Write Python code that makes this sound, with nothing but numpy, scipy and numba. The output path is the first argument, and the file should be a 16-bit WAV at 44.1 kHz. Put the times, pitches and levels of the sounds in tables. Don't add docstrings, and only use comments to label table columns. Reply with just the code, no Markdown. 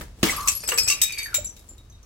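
import sys
import numpy as np
from scipy import signal
from scipy.fft import rfft, irfft
from scipy.io import wavfile
from numba import njit

SR = 44100
rng = np.random.default_rng(int(sys.argv[2]) if len(sys.argv) > 2 else 0)


def transcribe(u):
    v = np.clip(np.atleast_2d(u).T, -1, 1)
    q = np.round(v * 32767).astype(np.int16)
    wavfile.write(sys.argv[1], SR, q)


N = 90405
T = np.arange(N) / SR
SMASH_S = 0.2298
PORT_PHASE_RAD = 1.4


def from_db(db):
    return 10 ** (np.asarray(db) / 20)


def rms_one(x):
    return x / np.sqrt(np.mean(x ** 2) + 1e-20)


def at_hz(points, hz):
    f, v = np.transpose(points)
    return np.interp(np.log(hz + 1), np.log(f), v)


def level(rows):
    return from_db(np.interp(T, *np.transpose(rows)))


def dying(start_s, t60_s):
    return (T >= start_s) * np.exp(-np.log(1000) * np.clip((T - start_s) / t60_s, 0, 10))


def noise(spectrum, grain_db=0, modes=()):
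    # (frequency [Hz], correlation [-1 to 1])
    likeness = [(50, 0.98), (250, 0.99), (700, 0.67), (1400, 0.36), (2500, 0), (16000, 0.083)]
    chatter_width_hz, chatter_db = 55, 16
    hz = np.fft.rfftfreq(N, 1 / SR)

    knots = np.arange(0, N, 32)
    draws = np.minimum(rng.exponential(1, len(knots)), 4)
    grains = from_db(grain_db * np.interp(np.arange(N), knots, draws))

    gain = from_db(at_hz(spectrum, hz))
    if modes:
        peaks = 1
        for f, db, _ in modes:
            peaks = peaks + from_db(chatter_db + db / 2) / (1 + ((hz - f) / chatter_width_hz) ** 2)
        lowest_hz = min(modes)[0]
        gain = gain * peaks / np.hypot(1, (lowest_hz / 2 / (hz + 1)) ** 2)

    mid, side = rfft(rng.standard_normal((2, N)) * grains) * gain
    alike = np.clip(at_hz(likeness, hz), -1, 1)
    ports = np.sqrt(1 + alike) * mid + np.sqrt(1 - alike) * side * [[1], [-1]]
    return rms_one(irfft(ports, N))


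def ring(start_s, modes, spread_rad, flutter=0):
    strike_spread_db, rise_s, flutter_rate_hz = 1.5, 0.0016, 130
    out = np.zeros((2, N))
    start = max(int(start_s * SR), 0)
    t = T[:min(N - start, SR // 3)]
    for hz, db, t60_s in modes:
        strength, turn = rng.standard_normal(2)
        path = rng.standard_normal(63) + 1j * rng.standard_normal(63)
        apart = spread_rad * (np.sign(turn) + turn / 4) * np.array([[.5], [-.5]])
        spin = 1 + flutter * np.interp(t * flutter_rate_hz, np.arange(len(path)), path)
        decay = np.exp((2j * np.pi * hz - np.log(1000) / t60_s) * t)
        tone = spin * decay * (1 - np.exp(-t / rise_s))
        gain = from_db(db + strike_spread_db * strength)
        out[:, start:start + len(t)] += gain * (tone * np.exp(1j * apart)).imag
    return out


def smash():
    # (frequency [Hz], level [dB])
    burst_spectrum = [(200, -15.5), (500, -1.5), (1200, 1), (2800, 2), (4500, -2), (8000, -5.5),
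                      (12000, -15), (16000, -6)]
    # (frequency [Hz], level [dB], t60 [s])
    thud_modes = [(130.5, -18.5, 0.089), (193.4, -9, 0.061), (237.3, -10.5, 0.056), (267.8, -13.5, 0.11),
                  (327, -13, 0.093), (437, -22, 0.16)]
    crack_db, crack_t60_s, crack_grain_db = -4.5, 0.029, 6.5
    spray_db, spray_t60_s, spray_grain_db = -19.5, 0.49, 2
    thud_delay_s = 0.00195
    crack = from_db(crack_db) * dying(SMASH_S, crack_t60_s) * noise(burst_spectrum, crack_grain_db)
    spray = from_db(spray_db) * dying(SMASH_S, spray_t60_s) * noise(burst_spectrum, spray_grain_db)
    thud = ring(SMASH_S + thud_delay_s, thud_modes, spread_rad=0.13)
    return crack + spray + thud


def shards():
    shard_modes = { "splinter": [(7775, 0, .13), (11370, -18, .1)], "chip": [(11370, 0, .11),
                   (11080, -3, .1), (5040, -10, .12)], "flake": [(5900, 0, .18), (6422, -5, .17)],
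                   "heel": [(3775, 0, .24)], "shoulder": [(2620, -10, .08), (5790, -3, .09),
                   (6110, -1, .08), (7283, -2, .1), (7821, -4, .11), (8252, -6, .1)],
                   "wall": [(2490, -5, .06), (4578, -13, .3), (5220, 0, .24), (5900, -10, .1),
                   (8195, -8, .15), (11590, -12, .13), (12660, -15, .15)], "neck": [(2734, -2, .12),
                   (3870, -15, .18), (4597, -9, .1), (6237, -1, .13), (7935, 0, .12), (9200, -13, .12),
                   (12900, -15, .14)], "flank": [(3757, 0, .23), (5230, -10, .28), (5955, -9, .22),
                   (6480, -12, .14), (7983, 1, .15), (11475, -7, .11), (12690, -9, .09), (13805, -4, .08),
                   (15500, -11, .09)], "sliver": [(2347, -4, .14), (4575, 0, .18), (6406, -8, .16),
                   (8215, -4, .09), (10225, -10, .16), (11400, -9, .2)], "base": [(2345, -21, .15),
                   (3792, -13, .13), (5900, -24, .27), (7286, 0, .13), (15630, -7, .07)],
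                   "rim": [(7275, 0, .2), (11110, -12, .14)], }
    # (time [s], shard name, ring level [dB], crack level [dB])
    bounces = [ (0.303, "shoulder", -26, -24.5), (0.362, "chip", -25, -48), (0.475, "shoulder", -44, -15.5),
               (0.4832, "shoulder", -39, -13.5), (0.518, "chip", -48, -26), (.55, "chip", -23.5, -35),
               (0.6359, "wall", -29, -43), (.6765, "splinter", -20.5, -25), (0.689, "neck", -32, -18),
               (.739, "splinter", -20, -54), (.776, "wall", -38, -20.5), (.783, "wall", -13, -18.5),
               (0.831, "splinter", -18.5, -29), (.876, "wall", -19, -23), (.884, "shoulder", -22.5, -17),
               (0.9, "neck", -15.5, -17), (.923, "neck", -25.5, -22.5), (1.016, "flank", -16, -11.5),
               (1.034, "flank", -32, -21.5), (1.122, "sliver", -32, -31.5), (1.181, "sliver", -29, -32.5),
               (1.186, "flank", -33.5, -34), (1.229, "sliver", -28.5, -53), (1.343, "base", -13, -17),
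               (1.36, "base", -38, -32.5), (1.445, "rim", -26.5, -37), (1.465, "flake", -36, -64),
               (1.565, "heel", -54.5, -45), (1.593, "chip", -80, -50), (1.688, "rim", -39, -51),
               (1.78, "heel", -57, -52.5), (1.898, "flake", -49.5, -60), (1.922, "heel", -54.5, -59.5),
               (2.029, "flake", -57, -56)]
    # (frequency [Hz], level [dB])
    crack_spectrum = [(400, -9.5), (1200, -8.5), (2600, 2), (3300, -1.5), (5500, 0), (7500, 5),
                      (9500, -4.5), (12000, 1), (15500, -7.5)]
    tick_t60_s, chatter_t60_s, chatter_rise_s = 0.0094, 0.097, 0.0007
    grain_db, tumble_depth = -2, 0.6

    chatter = {name: noise(crack_spectrum, grain_db, modes) for name, modes in shard_modes.items()}
    grit = noise(crack_spectrum, grain_db)
    out = np.zeros((2, N))
    for start_s, name, ring_db, crack_db in bounces:
        rise = np.clip((T - start_s) / chatter_rise_s, 0, 1)
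        tick = dying(start_s, tick_t60_s) * grit
        crack = tick + dying(start_s, chatter_t60_s) * rise * chatter[name]
        out += from_db(ring_db) * ring(start_s, shard_modes[name], PORT_PHASE_RAD, tumble_depth)
        out += from_db(crack_db) * crack
    return out


def tinkles():
    count, span_s, t60_s = 480, 1.15, 0.04
    loudest_db, spread_db, fall_db_per_s = -35, 21, 10
    low_hz, high_hz = 4154, 13060
    out = np.zeros((2, 2 * N))
    t = T[:SR // 25]
    fade = from_db(-60 * t / t60_s)
    for when, size, side, *pitches in rng.random(size=(count, 6)):
        delay_s = span_s * when ** 2
        notes_hz = low_hz * (high_hz / low_hz) ** np.array(pitches)
        apart = PORT_PHASE_RAD * (side - .5) * np.array([[1], [-1]])
        notes = sum(np.sin(2 * np.pi * f * t + apart) for f in notes_hz)
        gain = from_db(loudest_db - fall_db_per_s * delay_s - spread_db * size)
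        start = int((SMASH_S + delay_s) * SR)
        out[:, start:start + len(t)] += gain * fade * notes
    return out[:, :N]


def peas():
    # (time [s], level [dB], t60 [s])
    slaps = [(0.01, -32.5, 0.081), (0.634, -37.5, 0.14), (0.685, -30.5, 0.19), (0.719, -21.5, 0.11),
             (0.776, -35.5, 0.3), (0.868, -39.5, 0.63)]
    # (frequency [Hz], level [dB])
    slap_spectrum = [(150, -34.5), (450, 4.5), (800, -4.5), (1200, -0.5), (1900, 1), (2800, -4.5),
                     (3800, -12), (9000, -14.5)]
    # (time [s], level [dB])
    patter_level = [(0, -37), (.13, -66), (.22, -46.5), (.27, -38), (.4, -49.5), (.6, -53), (.8, -49.5),
                    (1.1, -55.5), (1.45, -52), (1.7, -56), (2.05, -73)]
    # (frequency [Hz], level [dB])
    patter_spectrum = [(100, -0.5), (280, -2), (600, -7.5), (1200, -17), (3000, -18.5), (8000, -18),
                       (16000, -25.5)]
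    envelope = sum(from_db(db) * dying(start_s, t60_s) for start_s, db, t60_s in slaps)
    slop = envelope * noise(slap_spectrum, grain_db=3.5)
    return slop + level(patter_level) * noise(patter_spectrum, grain_db=4)


def lid_roll():
    # (time [s], level [dB])
    roll_level = [(.3, -96), (.325, -32), (.365, -43), (.385, -29), (.43, -36.5), (.48, -31.5),
                  (.56, -62.5), (.6, -99)]
    centre_hz, width_hz = 1150, 117
    edges_hz = [centre_hz - width_hz / 2, centre_hz + width_hz / 2]
    band = signal.butter(2, edges_hz, "band", fs=SR, output="sos")
    tone = rms_one(signal.sosfilt(band, rng.standard_normal(N)))
    evened = tone / (np.abs(signal.hilbert(tone)) + .5)
    return level(roll_level) * rms_one(evened)


@njit
def moving_resonance(x, w, r):
    y = np.zeros(len(x))
    for i in range(2, len(x)):
        y[i] = x[i] - x[i - 2] + 2 * r * np.cos(w[i]) * y[i - 1] - r * r * y[i - 2]
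    return y


def lid_skitter():
    # (time [s], resonance [Hz], level [dB])
    skitter = [(.87, 2360, -71), (0.921, 2430, -41.5), (1.041, 2460, -43.5), (1.121, 2445, -35.5),
               (1.16, 2410, -43), (1.19, 2280, -33), (1.245, 2310, -40), (1.26, 1820, -39),
               (1.305, 1582, -45), (1.34, 1420, -41.5), (1.44, 1200, -74)]
    ticks_per_s, width_hz, rasp = 130, 115, 0.052
    times_s, hz, db = np.transpose(skitter)
    ticks = (rng.random(N) < ticks_per_s / SR) * rng.choice([-1, 1], N)
    drive = ticks + rasp * rng.standard_normal((2, N))
    w = 2 * np.pi * np.interp(T, times_s, hz) / SR
    r = np.exp(-np.pi * width_hz / SR)
    scrape = rms_one(np.array([moving_resonance(port, w, r) for port in drive]))
    return scrape * from_db(np.interp(T, times_s, db)) * (T > times_s[0])


def lid_knocks():
    # (time [s], frequency [Hz], level [dB], t60 [s])
    knocks = [(.284, 2220, -20.5, 0.096), (.295, 2046, -7, 0.026), (0.717, 2810, -12, 0.029),
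              (0.719, 1174, -32.5, 0.22), (.725, 467, -30.5, 0.11), (.905, 1159, -31, 0.17),
              (.91, 2242, -27.5, 0.12), (1.383, 588, -23.5, .07)]
    return sum(ring(start_s, [(hz, db, t60_s)], spread_rad=0.2) for start_s, hz, db, t60_s in knocks)


def stairs(x):
    gain_db, delay_s, t60_s, treble_t60_s, split_hz = -9.5, 0.00057, 0.3, 0.18, 5000
    low_pass = signal.butter(2, split_hz, fs=SR, output="sos")
    high_pass = signal.butter(2, split_hz, "high", fs=SR, output="sos")
    low = signal.sosfilt(low_pass, rng.standard_normal((2, N)))
    high = signal.sosfilt(high_pass, rng.standard_normal((2, N)))
    tail = low * dying(delay_s, t60_s) + high * dying(delay_s, treble_t60_s)
    unit_energy = rms_one(tail) / np.sqrt(N)
    return from_db(gain_db) * signal.fftconvolve(x, unit_energy, axes=1)[:, :N]


def rumble():
    # (frequency [Hz], level [dB])
    rumble_spectrum = [(20, -25), (35, 1), (50, 1), (70, -1), (110, -8.5), (200, -22), (500, -29),
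                       (1500, -36.5), (6000, -39.5), (16000, -57)]
    # (time [s], level [dB])
    rumble_level = [(0, -39), (.17, -45), (.42, -39.5), (.6, -49), (.78, -48), (.84, -37), (.95, -50.5),
                    (1.36, -48), (1.43, -38.5), (1.5, -53), (1.85, -48.5), (2.0, -46.5)]
    return level(rumble_level) * noise(rumble_spectrum)


def scene():
    glass = smash() + shards() + tinkles()
    lid = lid_roll() + lid_skitter() + lid_knocks()
    direct = glass + peas() + lid
    return direct + stairs(direct) + rumble()


def record(dry):
    # (frequency [Hz], left minus right [dB])
    balance = [(100, 0), (500, 1.6), (1500, -0.5), (4000, 2), (7500, 4), (14000, 4)]
    cutoff_hz = 15900
    lean_db = at_hz(balance, np.fft.rfftfreq(N, 1 / SR))
    ports = irfft(rfft(dry) * from_db(np.array([lean_db, -lean_db]) / 2), N)
    low_pass = signal.ellip(10, .2, 80, cutoff_hz, fs=SR, output="sos")
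    return signal.sosfilt(low_pass, np.tanh(ports))


dry = scene()
out = record(dry)
transcribe(out)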